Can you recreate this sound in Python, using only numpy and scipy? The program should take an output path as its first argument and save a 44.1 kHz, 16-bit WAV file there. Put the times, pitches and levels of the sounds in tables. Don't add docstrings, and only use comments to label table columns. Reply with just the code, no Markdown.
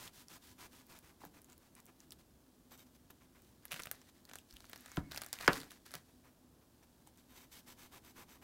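import sys
import numpy as np
from scipy import signal
from scipy.fft import rfft, irfft, next_fast_len
from scipy.io import wavfile
from scipy.ndimage import uniform_filter1d

SR = 44100
rng = np.random.default_rng(int(sys.argv[2]) if len(sys.argv) > 2 else 0)


def boost_factor(decibels):
    exponent = np.asarray(decibels, float) / 20
    return 10 ** exponent


def pcm_store(signal):
    levels = np.round(np.clip(np.atleast_2d(signal), -1, 1) * 32767)
    wavfile.write(sys.argv[1], SR, levels.astype(np.int16).T)


N = 371763


def evened(x):
    return x / np.sqrt(np.mean(x ** 2) + 1e-20)


def read(points, hz):
    f, value = np.transpose(points)
    return np.interp(np.log(hz + 1), np.log(f + 1), value)


def coloured(x, points):
    size = next_fast_len(len(x))
    gain = boost_factor(read(points, np.fft.rfftfreq(size, 1 / SR)))
    return evened(irfft(rfft(x, size) * gain, size)[:len(x)])


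def add(mix, s, sound):
    sound = sound[max(-round(s * SR), 0):]
    part = mix[max(round(s * SR), 0):][:len(sound)]
    part += sound[:len(part)]


def resonate(x, hz, width):
    return signal.lfilter(*signal.iirpeak(min(hz, SR / 2.2), hz / max(width, 5), SR), x)


def drift(points):
    once = uniform_filter1d(rng.standard_normal(N), int(points))
    return evened(uniform_filter1d(once, int(points)))


# frequency in Hz, level in dB per Hz.
AIR_SPECTRUM = [(20, -23), (69, -5), (342, -7), (400, -12.5), (1000, -19.5), (2370, -32.5), (12800, -30),
                (15200, -30.5)]
# frequency in Hz, width in Hz, level in dB.
RUMBLE_BANDS = [(62.4, 18, -76.5), (250.3, 18, -73)]
AIR_DB = -69


def air():
    x = coloured(rng.standard_normal(N), [(9, -56)] + AIR_SPECTRUM)
    bass = signal.sosfilt(signal.butter(2, 600, fs=SR, output="sos"), x)
    lumps = (boost_factor(0.56 * drift(3000)) - 1) * bass
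    hum = sum(boost_factor(db) * evened(resonate(rng.standard_normal(N), hz, w)) for hz, w, db in RUMBLE_BANDS)
    return boost_factor(AIR_DB + 0.5) * (x + lumps) + hum


def grit(per_s, spread_db):
    size = boost_factor(spread_db * np.minimum(rng.exponential(1, N), 4.2))
    return size * rng.standard_normal(N) * (rng.random(N) < per_s / SR)


# frequency in Hz, width in Hz, level in dB.
BLADE_MODES = [(2210, 120, -3), (3080, 90, -3), (3700, 100, -1), (6100, 130, -1), (7730, 150, -4),
               (12000, 220, 0), (13200, 200, -2), (14450, 130, -2)]
# frequency in Hz, level in dB per Hz.
CRUMB_SPECTRUM = [(300, -0.5), (600, -5), (1000, 0.5), (1700, -5.5), (2500, -5.5), (4000, -21.5)]


def rubbing(rub, crumb, ringing, per_s, spread_db, hollow, colour):
    def ring_blade(x):
        return sum(boost_factor(db) * resonate(x, hz, w) for hz, w, db in BLADE_MODES)

    breaks = evened(grit(per_s, spread_db) * boost_factor(1.05 * drift(150)))
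    blade = ring_blade(ringing * breaks) / np.std(ring_blade(breaks))
    body = crumb * boost_factor(0.8 * drift(300)) * coloured(grit(per_s / 3, spread_db), CRUMB_SPECTRUM)
    cavity = 2 * resonate(body, 1760, 500)
    body = (1 - hollow) * body + hollow * cavity
    return rub * coloured(breaks, colour) + blade + body


# frequency in Hz, level in dB per Hz.
GRIT_SPECTRUM = [(880, -41.5), (1500, -2), (2300, -6.5), (3200, -2), (5000, -2.5), (11300, -7),
                 (14900, -6.5), (16000, -12)]
# time in seconds, level in dB.
SETTLING = [
    (0, -75),
    (2.3, -78),
    (6.05, -74.5),
    (6.4, -79),
    (7.199, -76.5),
    (8.43, -77),
]
# start in seconds, length in seconds, rub level in dB, crumb against the rub in dB.
RIM_STROKES = [(-0.03, 0.13, -55.5, -3), (0.128, 0.12, -61, -9.5), (0.294, 0.091, -58.5, -4),
               (0.409, 0.14, -63.5, -8), (0.584, 0.093, -59, 0), (0.711, 0.13, -65.5, -2),
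               (0.881, 0.12, -64, 1.1), (1.028, 0.1, -69, 2.5), (1.203, 0.076, -66.5, -0.5),
               (1.341, 0.057, -69.5, 3), (1.486, 0.058, -70.2, 2), (1.604, 0.086, -74.5, 0.5),
               (1.765, 0.04, -70.5, 5.5), (1.881, 0.022, -75, 8.5), (1.994, 0.063, -73, -6),
               (2.122, 0.013, -67.5, -4), (2.192, 0.025, -70.5, -4)]
SHIFTS = [(2.713, 0.048, -65.5, 1), (2.783, 0.054, -68, -2), (2.865, 0.028, -78, 0),
          (2.955, 0.0088, -71.5, -12), (3.11, 0.0033, -68, 4), (3.209, 0.053, -77.5, 7),
          (3.351, 0.054, -77, 7.5), (3.41, 0.16, -78, -4), (6.092, 0.016, -76.5, 2.5),
          (6.241, 0.064, -76, 7.5), (6.617, 0.025, -83, 6), (6.832, 0.015, -74, 3), (7.075, 0.011, -71, -2),
          (7.18, 0.036, -72.5, -1)]
CUT_STROKES = [
    (7.286, 0.11, -71.5, -1),
    (7.348, 0.12, -66.5, -1),
    (7.513, 0.1, -60, -6.5),
    (7.668, 0.072, -62, -1),
    (7.774, 0.11, -63, -2),
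    (7.92, 0.073, -63, 3),
    (8.035, 0.092, -66, 1),
    (8.159, 0.085, -62.5, 4),
    (8.279, 0.1, -66, 2),
    (8.424, 0.03, -68.5, 7.5),
]
# ringing in dB at a -65.5 dB rub, share of the rub level
# it follows, fade within a stroke in dB.
RIM_RING = (-96, .1, -0.49)
SHIFT_RING = (-67, 2, -4.5)
CUT_RING = (-73.5, 0.47, -1.3)


def sawing():
    rub, crumb, ringing = np.zeros((3, N))
    passes = ((RIM_STROKES, RIM_RING), (SHIFTS, SHIFT_RING), (CUT_STROKES, CUT_RING))
    for strokes, (ring_db, follows, fade_db) in passes:
        for s, length, rub_db, crumb_db in strokes:
            u = np.linspace(0, 1, round((length + 0.02) * SR))
            fade = boost_factor(fade_db * np.interp(u, [0.3, 0.7], [-0.5, 0.5]))
            speed = fade * np.clip(np.sin(np.pi * u) * 1.47, 0, 1) ** 1.47
            add(rub, s - 0.012, speed * boost_factor(rub_db))
            add(crumb, s - 0.012, speed * boost_factor(rub_db + crumb_db))
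            add(ringing, s - 0.012, speed * boost_factor(ring_db + follows * (rub_db + 65.5)))
    settling = boost_factor(np.interp(np.arange(N) / SR, *np.transpose(SETTLING)))
    return rubbing(np.hypot(rub, settling), crumb, ringing, 14000, 1.9, 0, GRIT_SPECTRUM)


def bending(spread, length):
    t = np.sqrt(spread / 5000) + np.arange(round(length * SR)) / SR
    return np.sin(2 * np.pi * spread / t) * signal.windows.tukey(len(t), 0.6)


# frequency in Hz, width in Hz, level in dB.
LOAF_MODES = [(1500, 730, 9.5), (2477, 2160, -4), (3500, 1300, -4.5)]


def snap(peak_db, hz, hollow_db, spray_db, noise):
    t = np.arange(len(noise)) / SR

    def colour(x):
        return resonate(x, hz, 0.262 * hz) + 0.27 * resonate(x, 11000, 9800)

    kick = signal.unit_impulse(len(t), 18) + 0.5 * noise * boost_factor(-60 * abs(t - 18 / SR) / 0.003)
    click = colour(kick)
    shower = noise[::-1] * boost_factor(spray_db + 0.5 - 60 * t / 0.022) * (1 - np.exp(-t / 0.00129))
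    spray = colour(shower)
    spray = spray * np.linalg.norm(shower) / np.linalg.norm(spray)
    push = kick + 0.29 * noise * boost_factor(-60 * t / 0.029) * (1 - np.exp(-t / 0.001))
    hollow = sum(boost_factor(db) * resonate(push, f, w) for f, w, db in LOAF_MODES)
    sweep = np.pad(bending(0.00597, 0.00368), (0, len(t)))[:len(t)]
    hollow = hollow / abs(hollow).max() + 0.27 * sweep
    hollow = boost_factor(hollow_db) * hollow / abs(hollow).max()
    return boost_factor(peak_db) * (click / abs(click).max() + spray + hollow)


# time in seconds, peak in dB, centre in Hz.
FLAKES = [(0.0775, -38, 3800), (0.284, -42.5, 5770), (0.8674, -49, 14810), (0.9161, -51, 13090),
          (0.989, -42, 14470), (1.2516, -41, 14300), (1.4181, -45, 11100), (1.4453, -44, 6760),
          (1.4998, -48.5, 6890), (1.5223, -47, 7490), (1.5297, -48.5, 7320), (1.5796, -47.5, 12830),
          (1.7522, -47.5, 9050), (1.8024, -44, 7200), (1.8565, -44.5, 14300), (1.8654, -49, 6550),
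          (2.004, -44, 5840), (2.1072, -40.5, 5640), (2.1211, -38.5, 3920), (2.126, -43, 14990),
          (2.7774, -50, 7700), (3.1062, -47, 13180), (3.4207, -51, 14500), (7.0736, -47.5, 7920),
          (7.1745, -52.5, 9000), (6.835, -58.5, 6000)]
# time in seconds, peak in dB, centre in Hz, hollow of the loaf against the peak in dB.
BITE_SNAPS = [(3.6538, -33.5, 11900, -14), (3.7137, -35, 2700, -11), (3.719, -28.5, 3060, -13.5),
              (3.7318, -29.5, 2740, -21), (3.7426, -35, 2700, -10), (3.766, -41, 2700, -12),
              (3.7938, -45, 3450, -7), (3.7991, -33, 2590, -14), (3.8215, -36, 7320, -24),
              (3.835, -33, 5800, -23), (3.856, -38, 2620, -5), (3.8593, -36.5, 14130, -15),
              (3.871, -43, 2620, 4), (3.9139, -24, 11600, -12), (3.9259, -43, 8790, -14),
              (3.9547, -52, 5600, -13), (3.6818, -50, 5250, -12), (4.016, -53.5, 5540, 1),
              (3.7257, -35.5, 3000, -2.5), (3.762, -44, 2700, 1.5), (4.2526, -43.5, 5770, -16),
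              (4.291, -51, 3530, -3), (4.2962, -44, 7750, -2), (4.3135, -54.5, 2700, 10),
              (4.335, -40, 6900, -2.5), (4.3562, -33, 7400, -6), (4.3865, -38, 2730, -33)]
SINK_SNAPS = [(4.5097, -42.5, 4840, -29), (4.5265, -49, 5000, -20), (4.539, -44.5, 12750, -13),
              (4.5637, -47, 3220, -25), (4.5676, -40.5, 3340, -18), (4.6053, -45.5, 5100, -5),
              (4.6432, -58.5, 3010, 10), (4.697, -39.5, 14810, -10.5), (4.732, -42, 2680, 3),
              (4.76, -42.5, 5170, -1.5), (4.777, -49, 7920, -18), (4.808, -44.5, 12580, -20),
              (4.8601, -42, 7700, -4), (4.8934, -50, 7060, -24), (4.9173, -41.5, 6800, -8),
              (4.9612, -43, 13870, -12), (4.9708, -38, 2900, 6), (4.7161, -50, 6630, -23),
              (4.654, -48, 5000, -7)]
ROCK_SNAPS = [(5.1135, -40, 4000, -24), (5.1198, -32.5, 3840, -10), (5.1466, -38, 4500, -3),
              (5.1617, -31.5, 2670, -13), (5.1754, -29, 4800, -4.5), (5.1802, -34.5, 4870, -15),
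              (5.2182, -30.5, 8080, -5.5), (5.2357, -37, 4040, -8.5), (5.2121, -41.5, 5250, -17.5),
              (5.2456, -38.5, 8900, -10), (5.2635, -37, 8000, -9), (5.2864, -47.5, 7900, -24),
              (5.3297, -22, 4200, -15), (5.338, -36, 5200, -8), (5.388, -34, 2700, -16),
              (5.4103, -38, 3600, 0.5), (5.4781, -27, 2740, 12), (5.532, -29, 4260, -5),
              (5.6027, -36.5, 5300, -12), (5.615, -37.5, 4570, -16), (5.6327, -42.5, 2700, -2),
              (5.7076, -40.5, 3840, -16), (5.7176, -40.5, 6930, -7.5), (5.8636, -44, 4000, -8),
              (5.9086, -44, 4850, -8), (5.917, -40.5, 8100, -13), (5.9396, -31, 4760, -7.5),
              (5.9449, -42, 14900, 2.5), (5.9529, -35, 3850, -4)]
FLAKE_HOLLOW_DB, FLAKE_SPRAY_DB, SNAP_SPRAY_DB = -22, -24, -19


def cracking():
    rows = [(s, db, hz, FLAKE_HOLLOW_DB, FLAKE_SPRAY_DB) for s, db, hz in FLAKES]
    rows += [(*row, SNAP_SPRAY_DB) for row in BITE_SNAPS + SINK_SNAPS + ROCK_SNAPS]
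    out = np.zeros(N)
    for (s, *row), noise in zip(rows, rng.standard_normal((len(rows), 2000))):
        add(out, s - 14 / SR, snap(*row, noise))
    return out


def thud(peak_db, hz, t60):
    t = np.arange(SR // 3) / SR
    bent = t + 0.00048 * (1 - np.exp(-t / 0.0031))
    return boost_factor(peak_db - 60 * t / t60) * np.sin(2 * np.pi * hz * bent) * (1 - np.exp(-4.0 * hz * t))


# time in seconds, peak in dB, frequency in Hz, decay t60 in seconds.
DULL_BLOWS = [(1.218, -46, 865, 0.012), (1.2365, -41, 790, 0.014), (1.241, -50, 455, 0.022),
              (1.252, -39, 800, 0.0082), (1.263, -48, 171, 0.045), (1.241, -50, 1500, 0.013),
              (1.24, -51.5, 287, 0.075), (3.735, -48.5, 143, 0.067), (3.869, -45, 121, 0.031),
              (4.53, -52.5, 50, 0.23), (4.9771, -28, 186, 0.046), (4.977, -32, 274, 0.11),
              (4.9755, -37, 650, 0.024), (4.982, -32.5, 135, 0.063), (4.98, -34.5, 71.5, 0.13),
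              (5.4815, -13, 493, 0.011), (5.483, -27.5, 268.4, 0.15), (5.485, -23.5, 134, 0.033),
              (5.485, -44, 65.2, 0.17), (5.952, -49.5, 151.2, 0.078), (7.073, -52, 792, 0.02)]


def thuds():
    out = np.zeros(N)
    for s, *row in DULL_BLOWS:
        add(out, s, thud(*row))
    return out


# start in seconds, length in seconds, crackle in dB
# at the start, crackle in dB at the end, crumb against the crackle in dB.
YIELDS = [(3.621, 0.16, -71, -66, 3), (3.706, 0.26, -50, -69.5, -1), (3.93, .13, -66, -71.5, -0.5),
          (4.148, 0.053, -71, -74, 3), (4.272, 0.035, -74, -71, 9), (4.337, 0.07, -61, -65, -18),
          (4.487, 0.18, -66, -66, -7), (4.681, 0.31, -64.5, -58.5, 0.5), (3.793, 0.0077, -42, -50.5, 7.5),
          (4.05, 0.038, -79, -62, -0.5), (5.0, 0.14, -75, -71.5, 9.5), (5.107, 0.32, -52.5, -71.5, 5),
          (5.33, 0.11, -50.5, -70.5, -1), (5.397, 0.069, -51, -47, 3.5), (5.484, 0.08, -52, -42.5, 2),
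          (5.574, 0.12, -46.5, -67, 1.5), (5.702, 0.07, -53.5, -66, -1.5), (5.852, 0.069, -54.5, -68, 0),
          (5.911, 0.037, -71, -55, 2), (5.962, 0.066, -54, -78, 4)]
# frequency in Hz, level in dB per Hz.
CRACKLE_SPECTRUM = [(880, -31.5), (1600, -5), (4500, 0), (6000, -3), (14900, -9.5), (16000, -15)]
PUSH_RISE_S, PUSH_FALL_S = 0.005, 0.018


def crunch():
    rub, crumb = np.zeros((2, N))
    for s, length, start_db, end_db, crumb_db in YIELDS:
        t = np.arange(0, length + PUSH_FALL_S, 1 / SR)
        edges = np.clip(np.minimum(t / PUSH_RISE_S, (t[-1] - t) / PUSH_FALL_S), 0, 1)
        load = edges * boost_factor(start_db - 5 + (end_db - start_db) * t / length)
        add(rub, s, load)
        add(crumb, s, load * boost_factor(crumb_db))
    return rubbing(rub, crumb, rub * boost_factor(-19), 8000, 3.05, 0.58, CRACKLE_SPECTRUM)


# start in seconds, length in seconds, level in dB.
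SUNG_NOTES = [
    (4.9, .075, -70),
    (5.01, .095, -74),
]
SONG_HZ = 2196


def song():
    level = np.zeros(N)
    for s, length, level_db in SUNG_NOTES:
        add(level, s, boost_factor(level_db) * signal.windows.tukey(round(length * SR), 0.4))
    return np.sqrt(2) * level * np.sin(2 * np.pi * np.cumsum(SONG_HZ + drift(1500)) / SR)


# frequency in Hz, level in dB, decay t60 in seconds.
BOARD_MODES = [(632, -17.5, 0.038), (1063, 4, 0.078), (1322, -10.5, 0.016), (1648, -23, 0.037),
               (2250, 0, 0.026), (3152, -10.5, .05)]
# frequency in Hz, level in dB per Hz.
RATTLE_SPECTRUM = [(60, -26.5), (150, 2.5), (600, 1), (1300, 5.5), (3000, -7.5), (6000, -36.5)]


def knock(peak_db, sharp_hz, rattle_db, top_hz, noise):
    t = np.arange(len(noise)) / SR
    sweep = bending(0.0091, 0.0019)
    sweep = np.pad(sweep, (0, len(t) - len(sweep)))
    slap = resonate(sweep, sharp_hz, 150)
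    modes = sum(boost_factor(db) * t60 * resonate(sweep, hz, 4.1 / t60) for hz, db, t60 in BOARD_MODES)
    ring = 0.75 * sweep + slap / abs(slap).max() + 0.43 * modes / abs(modes).max()
    late = np.maximum(t - 0.003, 0)
    decay = boost_factor(rattle_db - 60 * late / 0.11) * (1 - np.exp(-late / 0.00043))
    rattle = coloured(noise, RATTLE_SPECTRUM) * decay
    cushion = signal.butter(3, top_hz, fs=SR, output="sos")
    return boost_factor(peak_db) * signal.sosfilt(cushion, ring / abs(ring).max() + rattle)


# time in seconds, peak in dB, sharpness in Hz, rattle against the peak
# in dB, top of the blow in Hz.
BOARD_BLOWS = [
    (4.9715, -34.5, 1380, -9.5, 1760),
    (5.4786, -11.5, 1500, -14, 9000),
]


def knocks():
    out = np.zeros(N)
    for (s, *row), noise in zip(BOARD_BLOWS, rng.standard_normal((len(BOARD_BLOWS), 14000))):
        add(out, s, knock(*row, noise))
    return out


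# frequency in Hz, decay t60 in seconds.
KITCHEN_DECAY = [(100, 0.52), (1000, 0.19), (4000, 0.077), (12000, 0.098)]


def kitchen(x):
    taps = np.zeros(SR // 2)
    at = np.arange(120, SR // 2 - 20, 20)
    taps[at + rng.integers(0, 20, len(at))] = rng.choice([-1., 1.], len(at))
    hz, t, z = signal.stft(taps, SR, nperseg=256)
    decay = boost_factor(-60 * t / read(KITCHEN_DECAY, hz)[:, None])
    tail = signal.istft(z * decay, SR, nperseg=256)[1]
    return signal.fftconvolve(x, tail / np.linalg.norm(tail))[:N]


EDGE_HZ, TOP_HZ = 15950, 16800


def scene():
    hits = cracking() + thuds() + knocks()
    drag = sawing() + crunch() + song()
    steady = (1 - boost_factor(-24.5)) * hits + drag + boost_factor(-13.0) * kitchen(hits + drag) + air()
    steady = signal.oaconvolve(steady, signal.firwin(301, EDGE_HZ, fs=SR), "same")
    trace = signal.oaconvolve(hits, signal.firwin(301, TOP_HZ, fs=SR), "same")
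    return (boost_factor(-12.5) * trace + steady)[None]


def low_pass(x):
    return signal.sosfilt(signal.butter(12, 16990, fs=SR, output="sos"), x)


def record(dry):
    return low_pass(dry)


dry = scene()
out = record(dry)
pcm_store(out)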